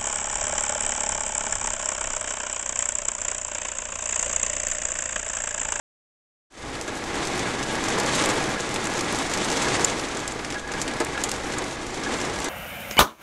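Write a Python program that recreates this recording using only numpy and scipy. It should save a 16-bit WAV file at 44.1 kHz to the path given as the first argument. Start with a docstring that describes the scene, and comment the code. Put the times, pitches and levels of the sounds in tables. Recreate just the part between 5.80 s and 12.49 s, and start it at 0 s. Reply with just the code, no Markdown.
"""Heavy rain on a parked car, heard from the front seat while the engine idles.
After a short silence the bed fades in: a low hum, drumming on the lined roof, spatter on the windshield.
From about 1 s, wet splats and hard snaps hit the glass, the odd fat drop thuds on the roof and a small
metal part pings. Gusts swell the rain near 2.4 s and again towards 4 s, where the hardest snap lands.
The wash then eases and single drops stand out, with the heaviest thud at 5.2 s."""
import sys
import numpy as np
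from scipy import signal
from scipy.fft import rfft, irfft
from scipy.io import wavfile

SR = 44100
rng = np.random.default_rng(int(sys.argv[2]) if len(sys.argv) > 2 else 0)


def persist_wave(psi):
    """Save psi, clipped to +-1, as 16-bit WAV."""
    counts = np.round(np.clip(psi, -1, 1) * 32767).astype(np.int16)
    wavfile.write(sys.argv[1], SR, np.atleast_2d(counts).T)


N = 295029
TIME = np.arange(N) / SR
AGE = np.arange(4096) / SR  # seconds since a drop landed


def gain_of(db):
    """Decibels to an amplitude factor."""
    return 10 ** (np.asarray(db) / 20)


def unit_rms(x):
    """Scales to rms 1."""
    return x / np.sqrt(np.mean(x ** 2) + 1e-20)


def at_peak(x, peak_db):
    """Scales a hit to peak at peak_db."""
    return gain_of(peak_db) * x / abs(x).max()


def curve_at(points, hz):
    """Reads a curve on a log-frequency axis."""
    freqs, values = np.transpose(points)
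    return np.interp(np.log(hz + 1), np.log(freqs + 1), values)


def add(mix, start_s, sound):
    """Mixes a sound in at start_s."""
    part = mix[round(start_s * SR):][:len(sound)]
    part += sound[:len(part)]


def wander(top_hz):
    """Random drift of rms 1, with nothing above top_hz."""
    spectrum = rfft(rng.standard_normal(N))
    return unit_rms(irfft(spectrum * (np.fft.rfftfreq(N, 1 / SR) < top_hz), N))


def arrivals(per_s):
    """Random start times in seconds, at a mean rate."""
    return TIME[rng.random(N) < per_s / SR]


def equalise(x, curve, peaks=()):
    """Minimum-phase EQ: a smooth curve with resonant peaks on top."""
    hz = np.fft.rfftfreq(len(AGE), 1 / SR)
    db = curve_at(curve, hz) + sum(lift / (1 + (2 * (hz - f) / width) ** 2) for f, width, lift in peaks)
    log_gain = np.log(gain_of(np.concatenate([db, db[-2:0:-1]])))
    taps = np.fft.ifft(np.exp(np.conj(signal.hilbert(log_gain)))).real
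    return signal.oaconvolve(x, taps)[:len(x)]


# Partials of the idle hum: firing_multiple, level_db
IDLE_PARTIALS = [(1, -55.5), (2, -51.5), (3, -53.5)]


def engine(firing_hz=30.3, rumble_db=-47):
    """The idle comes through the body as a low, slightly unsteady hum over an irregular rumble."""
    turns = np.cumsum(firing_hz * (1 + .035 * wander(top_hz=6))) / SR
    hum = np.zeros(N)
    for multiple, level_db in IDLE_PARTIALS:
        amplitude = np.sqrt(2) * gain_of(level_db + 2 * wander(top_hz=2))
        hum += amplitude * np.sin(2 * np.pi * multiple * turns)
    return hum + gain_of(rumble_db) * wander(top_hz=71)


# How long a drop rings in the body and cabin: freq_hz, t60_s
BODY_DECAY = [(100, 0.086), (400, 0.09), (1500, 0.071), (4000, 0.057), (10000, 0.13)]


def body_ring():
    """The many modes of one spot on the body: noise dying away band by band, with energy 1."""
    hz, t, bands = signal.stft(rng.standard_normal(len(AGE)), SR, nperseg=128)
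    decay = gain_of(-60 * t / curve_at(BODY_DECAY, hz)[:, None])
    tail = signal.istft(bands * decay, SR)[1][:len(AGE)]
    return tail / np.linalg.norm(tail)


def impacts(per_s, spread_db, max_size):
    """Drops land at random as impulses, spread_db louder per unit of size; big ones are rare."""
    lands = rng.random(N) < per_s / SR
    size = np.minimum(rng.exponential(1, N), max_size)
    return lands * gain_of(spread_db * size)


def patter(per_s, spread_db, max_size, click_gain, spots):
    """Rain scatters over several spots; each drop gives a click and that spot's ring."""
    drops = impacts(per_s, spread_db, max_size)
    spot = rng.integers(0, spots, N)
    clicks = drops * rng.choice([-1, 1], N)
    rings = sum(signal.oaconvolve(clicks * (spot == k), body_ring())[:N] for k in range(spots))
    return click_gain * clicks + rings


# Level ride of the roof drumming as gusts come and go: time_s, level_db
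ROOF_GUSTS = [(0.9, -35.5), (1.2, -32), (1.48, -27), (1.66, -27.5), (1.82, -29.5), (2.3, -24.5),
              (2.52, -24), (2.72, -27), (2.88, -31), (3.0, -27), (3.12, -29), (3.28, -27), (3.6, -27.5),
              (3.8, -25), (3.98, -24), (4.3, -31.5), (4.57, -32), (4.75, -32.5), (4.83, -36.5),
              (4.96, -30.5), (5.3, -31), (5.47, -29), (5.62, -31), (5.81, -29), (5.88, -33), (6.1, -33.5),
              (6.25, -29), (6.35, -29), (6.46, -28), (6.56, -29), (6.68, -30.5)]
ROOF_DB = -30.5  # in usual rain


def roof_gust_db(time_s):
    """How far the wind lifts the rain on the roof above its usual level."""
    return np.interp(time_s, *np.transpose(ROOF_GUSTS)) - ROOF_DB


# Dull tone of a drop through the roof lining: freq_hz, gain_db
ROOF_EQ = [(20, -8.5), (45, -8.5), (75, -13.5), (115, -3), (170, -3), (290, 2.2), (480, -1.1), (720, -2.5),
           (1200, -4), (1550, -6.5), (2200, -6), (2800, -14), (5000, -17), (12000, -42)]
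# Roof panel resonances: centre_hz, width_hz, lift_db
PANEL_PEAKS = [(129.7, 34, 5), (366, 5.7, 4), (477, 46, 4), (830, 100, 3), (1126, 29, 3), (1660, 10, 11)]


def roof():
    """Thousands of drops a second merge into a dull drumming that flutters a little."""
    drops = patter(per_s=3000, spread_db=3.5, max_size=3.07, click_gain=0.35, spots=40)
    drumming = unit_rms(equalise(drops, ROOF_EQ, PANEL_PEAKS))
    flutter_db = 0.64 * wander(top_hz=7.7)
    return drumming * gain_of(ROOF_DB + roof_gust_db(TIME) + flutter_db)


# Level ride of the windshield spatter: time_s, level_db
GLASS_GUSTS = [(0.9, -42), (1.25, -41), (1.46, -35.5), (1.85, -38), (2.1, -31), (2.25, -33), (2.34, -27),
               (2.47, -32.5), (2.54, -34), (2.8, -38), (3.1, -38), (3.5, -33.5), (3.84, -31), (4.05, -34.5),
               (4.35, -39.5), (4.57, -44), (4.74, -41), (4.87, -48.5), (4.96, -39.5), (5.15, -44.5),
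               (5.33, -41), (5.48, -39.5), (5.8, -40.5), (6.07, -43.5), (6.26, -36.5), (6.46, -38.5),
               (6.68, -37.5)]
GLASS_DB = -38  # in usual rain


def glass_gust_db(time_s):
    """Lift above usual rain on the windshield, which faces the wind and meets gusts a little sooner."""
    return np.interp(time_s, *np.transpose(GLASS_GUSTS)) - GLASS_DB


# Bright tone of a drop through the windshield: freq_hz, gain_db
GLASS_EQ = [(200, -13), (800, -1.5), (2000, 4), (3400, 8.5), (5000, 1.5), (6300, 3.5), (7600, 2.5),
            (8700, -2.5), (10500, -11.5), (12000, -69)]
# Sizzle of fine droplets falling back on the glass: freq_hz, gain_db
SPRAY_EQ = [(2000, -25), (6000, 9), (9500, 6), (11300, 4.5), (12000, -8.5)]


def windshield(spray_db=-53.5):
    """Drops spatter brightly on the bare glass, landing in clumps and throwing up a fine spray."""
    drops = patter(per_s=1000, spread_db=2, max_size=9.6, click_gain=0.41, spots=16)
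    droplets = patter(per_s=630, spread_db=7.5, max_size=3.5, click_gain=0.8, spots=8)
    spatter = unit_rms(equalise(drops, GLASS_EQ))
    spray = unit_rms(equalise(droplets, SPRAY_EQ))
    gust_db = glass_gust_db(TIME)
    spatter *= gain_of(GLASS_DB + gust_db + 1.9 * wander(top_hz=27))
    spray *= gain_of(spray_db + 0.97 * gust_db + 2.7 * wander(top_hz=13))
    return spatter + spray


# Attack of a near drop, before the glass rings: freq_hz, gain_db
TICK_EQ = [(100, -14), (500, 12), (1500, 0.5), (3500, -3.5), (6500, 5.5), (8500, -12), (12000, -16)]
# Fizz of a bursting drop: freq_hz, gain_db
SPLASH_EQ = [(500, -14), (2000, -1.5), (3600, 0), (5500, 1.5), (7400, 5), (9000, -5), (12000, -14.5)]


def near_ticks(level_db=-42, fizz_decay_s=0.022, spots=8):
    """Drops right in front all push the glass the same way: a crisp tick with a brief fizz."""
    pushes = -impacts(per_s=55, spread_db=12.5, max_size=1.66)
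    spot = rng.integers(0, spots, N)
    decay = np.exp(-AGE / fizz_decay_s)
    fizz = sum(signal.oaconvolve(pushes * (spot == k), body_ring() * decay)[:N] for k in range(spots))
    ticks = equalise(pushes, TICK_EQ) + 1.46 * equalise(fizz, SPLASH_EQ)
    # single drops lose less than the wash does when a gust eases
    return unit_rms(ticks) * gain_of(level_db + 0.82 * glass_gust_db(TIME))


# Featured splats on the wet glass: start_s, peak_db, decay_ms, resonance_hz
SPLAT_HITS = [(0.952, -21.5, 15, 4500), (1.344, -20.5, 15, 7000), (1.446, -26, 15, 5300),
              (2.103, -18, 10, 5600), (2.96, -16.5, 7.2, 3500), (3.07, -16, 6, 7200),
              (4.196, -17.5, 10, 4900), (4.285, -25, 9, 6300), (4.348, -21.5, 6, 6300),
              (4.37, -20.5, 7.2, 7100), (4.43, -34, 4, 5500), (4.52, -23, 12, 7000),
              (4.592, -25.5, 14, 3500), (4.647, -19.5, 14, 5200), (4.703, -22, 16, 3400),
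              (4.723, -21, 10, 5000), (4.743, -24, 8, 4600), (4.918, -20.5, 8, 6800),
              (4.937, -21, 12, 5000), (4.978, -29, 10, 3500), (5.078, -17, 30, 4200),
              (5.112, -24, 10, 3800), (5.137, -22, 15, 4500), (5.167, -25, 10, 4000),
              (5.267, -23, 11, 2400), (5.377, -21, 12, 3000), (5.416, -24, 3.4, 6000),
              (5.736, -21, 33, 4200), (5.82, -22, 25, 4000), (6.033, -35, 5, 4500), (6.158, -29, 5, 4000),
              (6.235, -23, 25, 5500), (6.385, -24, 12, 7000), (6.498, -23, 4.6, 7500),
              (6.562, -25, 6, 5000)]
# Tone shared by all splats: freq_hz, gain_db
SPLAT_EQ = [(300, -28), (1500, 5.5), (2500, 1.5), (4500, -6), (7700, -4), (9500, -10), (12000, -24)]


def splats(stray_db=-29.5, stray_decay_ms=2.9, width_hz=1900, lift_db=8):
    """Drops slap into the film of water, each with one broad resonance; lesser strays ride the gusts."""
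    out = np.zeros(N)
    strays = []
    for start_s in arrivals(per_s=12):
        peak_db = stray_db + glass_gust_db(start_s) - rng.uniform(-2, 2)
        strays.append((start_s, peak_db, stray_decay_ms, rng.uniform(3000, 7440)))
    for start_s, peak_db, decay_ms, resonance_hz in SPLAT_HITS + strays:
        slap = body_ring() * np.exp(-1000 * AGE / decay_ms)
        splat = equalise(slap, SPLAT_EQ, [(resonance_hz, width_hz, lift_db)])
        add(out, start_s, at_peak(splat, peak_db))
    return out


def snap(pitch_hz, rise_s, settle_s=0.0024, ring_t60_s=0.035):
    """The glass radiates a short blip that sinks in pitch; the dashboard throws it back, smeared."""
    def swell(age, peak_s):
        progress = np.maximum(age, 0) / peak_s
        return progress * np.exp(1 - progress)
    glide_hz = pitch_hz * (1 + 0.045 * np.exp(-AGE / settle_s))
    turns = np.cumsum(glide_hz) / SR
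    echo_s = 0.0021 * rng.uniform(.85, 1.15)
    echo = 0.68 * swell(AGE - echo_s, 2 * rise_s)
    faint_ring = gain_of(-27.5 - 60 * AGE / ring_t60_s)
    return (swell(AGE, rise_s) + echo + faint_ring) * np.sin(2 * np.pi * turns)


# Hardest hits on the windshield: start_s, snap_db, pitch_hz, splash_decay_ms, crack_db
HARD_HITS = [(1.012, -21, 7460, 4.4, -32), (1.473, -27, 7070, 8, -36), (1.828, -21, 5170, 5.6, -31),
             (1.953, -26, 7600, 5, -32), (2.199, -16, 6940, 7.2, -21), (2.359, -21, 6360, 6, -30),
             (2.414, -21, 7590, 3.6, -32), (2.423, -19, 6900, 3, -28), (2.459, -13, 7000, 3.7, -19),
             (2.49, -15, 7440, 6, -27), (2.805, -22, 5360, 7.8, -34), (2.891, -23.5, 6440, 5, -38),
             (2.942, -22, 7800, 33, -27), (3.042, -23, 6960, 8, -25), (3.056, -22, 7280, 5, -29),
             (3.192, -17.5, 6600, 4, -34), (3.209, -16, 5100, 8, -25), (3.325, -22, 6000, 6.6, -17),
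             (3.387, -18.5, 7150, 8, -28), (3.537, -15, 6600, 11, -28), (3.727, -23, 6600, 4, -32),
             (4.0461, -3, 6950, 17, -15), (4.477, -19, 7640, 23, -16), (5.016, -14, 6760, 45, -21),
             (5.202, -18, 7970, 30, -35), (5.248, -19.5, 7500, 1.2, -24), (5.4375, -12, 6900, 40, -11),
             (5.4927, -18, 7840, 3, -18), (5.5158, -15.5, 5470, 5.5, -12.5), (5.784, -22, 8000, 10, -23),
             (6.602, -21.5, 6600, 3.3, -26), (6.644, -21, 6140, 26, -21)]
# Bright edge as a hard drop touches the glass: freq_hz, gain_db
CRACK_EQ = [(1000, -27), (5000, -10), (9000, -1), (12000, -6)]


def hard_drops(crack_decay_s=0.0015):
    """A hard drop strikes bare glass: a crack on contact, a pitched snap, then a short splash."""
    out = np.zeros(N)
    for start_s, snap_db, pitch_hz, splash_decay_ms, crack_db in HARD_HITS:
        crack = equalise(rng.standard_normal(len(AGE)) * np.exp(-AGE / crack_decay_s), CRACK_EQ)
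        splash = equalise(body_ring() * np.exp(-1000 * AGE / splash_decay_ms), SPLASH_EQ)
        splash_db = -7.5 + 0.6 * snap_db  # grows more slowly than the snap
        burst = at_peak(crack, crack_db) + at_peak(splash, splash_db)
        rise_s = 0.00025 * gain_of(snap_db / 2)  # a larger drop presses longer
        add(out, start_s, gain_of(snap_db) * snap(pitch_hz, rise_s) + burst)
    return out


# Fat drops on the roof: start_s, knock_peak_db
THUD_HITS = [(1.078, -24), (2.955, -27), (5.203, -14.5)]
# Roof modes under a fat drop: pitch_hz, relative_db, t60_s
ROOF_MODES = [(346, -1, 0.13), (462, -5, 0.17), (615, -3, 0.13), (880, -7, 0.1), (1255, -12, 0.06),
              (1650, -10, 0.08), (2050, -11, 0.04)]
# The pieces a fat drop lands in: delay_s, relative_db
THUD_PIECES = [(0, -8), (.004, -3), (.014, -3), (.028, -9)]


def thuds(flatten_s=0.0015, lining_decay_s=0.032):
    """A fat drop flattens and knocks the roof's low modes; its pieces slap down, damped by the lining."""
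    out = np.zeros(N)
    modes = sum(gain_of(db - 60 * AGE / t60) * np.sin(2 * np.pi * (hz * AGE + rng.random()))
                for hz, db, t60 in ROOF_MODES)
    knock = modes * (1 - np.exp(-AGE / flatten_s))
    for start_s, peak_db in THUD_HITS:
        add(out, start_s, at_peak(knock, peak_db))
        for delay_s, relative_db in THUD_PIECES:
            slap = equalise(body_ring() * np.exp(-AGE / lining_decay_s), ROOF_EQ)
            add(out, start_s + delay_s, at_peak(slap, peak_db + relative_db))
    return out


# Featured drips on the metal part: start_s, peak_db
PING_HITS = [(1.529, -32), (2.283, -29), (2.501, -24), (2.766, -24), (3.063, -28), (4.754, -24),
             (4.84, -31), (4.888, -26), (4.938, -23), (5.346, -25), (5.374, -20), (6.261, -24)]
# Modes of the metal part: pitch_hz, relative_db, t60_s
METAL_MODES = [(1420, -1, 0.034), (1667, 5.5, 0.088), (1830, -22, 0.038), (2170, -4, 0.049)]


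def pings(stray_db=-36.5, rise_s=0.003, roughness=1.4):
    """A small metal part rings briefly at each drip, roughened by the droplets that follow."""
    out = np.zeros(N)
    strays = [(start_s, stray_db + 0.85 * roof_gust_db(start_s)) for start_s in arrivals(per_s=20)]
    for start_s, peak_db in PING_HITS + strays:
        detune = 1 + 0.012 * rng.uniform(-1, 1)  # water on the metal shifts its pitch
        modes = sum(gain_of(db - 60 * AGE / t60) * np.sin(2 * np.pi * hz * detune * AGE)
                    for hz, db, t60 in METAL_MODES)
        tone = unit_rms(modes * (1 - np.exp(-AGE / rise_s)))
        droplets = unit_rms(signal.oaconvolve(body_ring(), modes)[:len(AGE)])
        add(out, start_s, at_peak(tone + roughness * droplets, peak_db))
    return out


def scene():
    """The rain bed, the single hits and the idle meet in the cabin, in mono."""
    rain_bed = roof() + windshield() + near_ticks()
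    hits = hard_drops() + splats() + thuds() + pings()
    return (rain_bed + hits + engine())[None]


def record(dry, silence_s=0.7, fade_s=0.19, cutoff_hz=11950):
    """Fades in from silence and cuts the top treble with a steep low-pass."""
    fade = np.clip((TIME - silence_s) / fade_s, 0, 1)
    low_pass = signal.firwin(511, cutoff_hz, window=("kaiser", 9), fs=SR)
    return signal.oaconvolve(dry * fade, low_pass[None], "same")


dry = scene()
out = record(dry)
persist_wave(out)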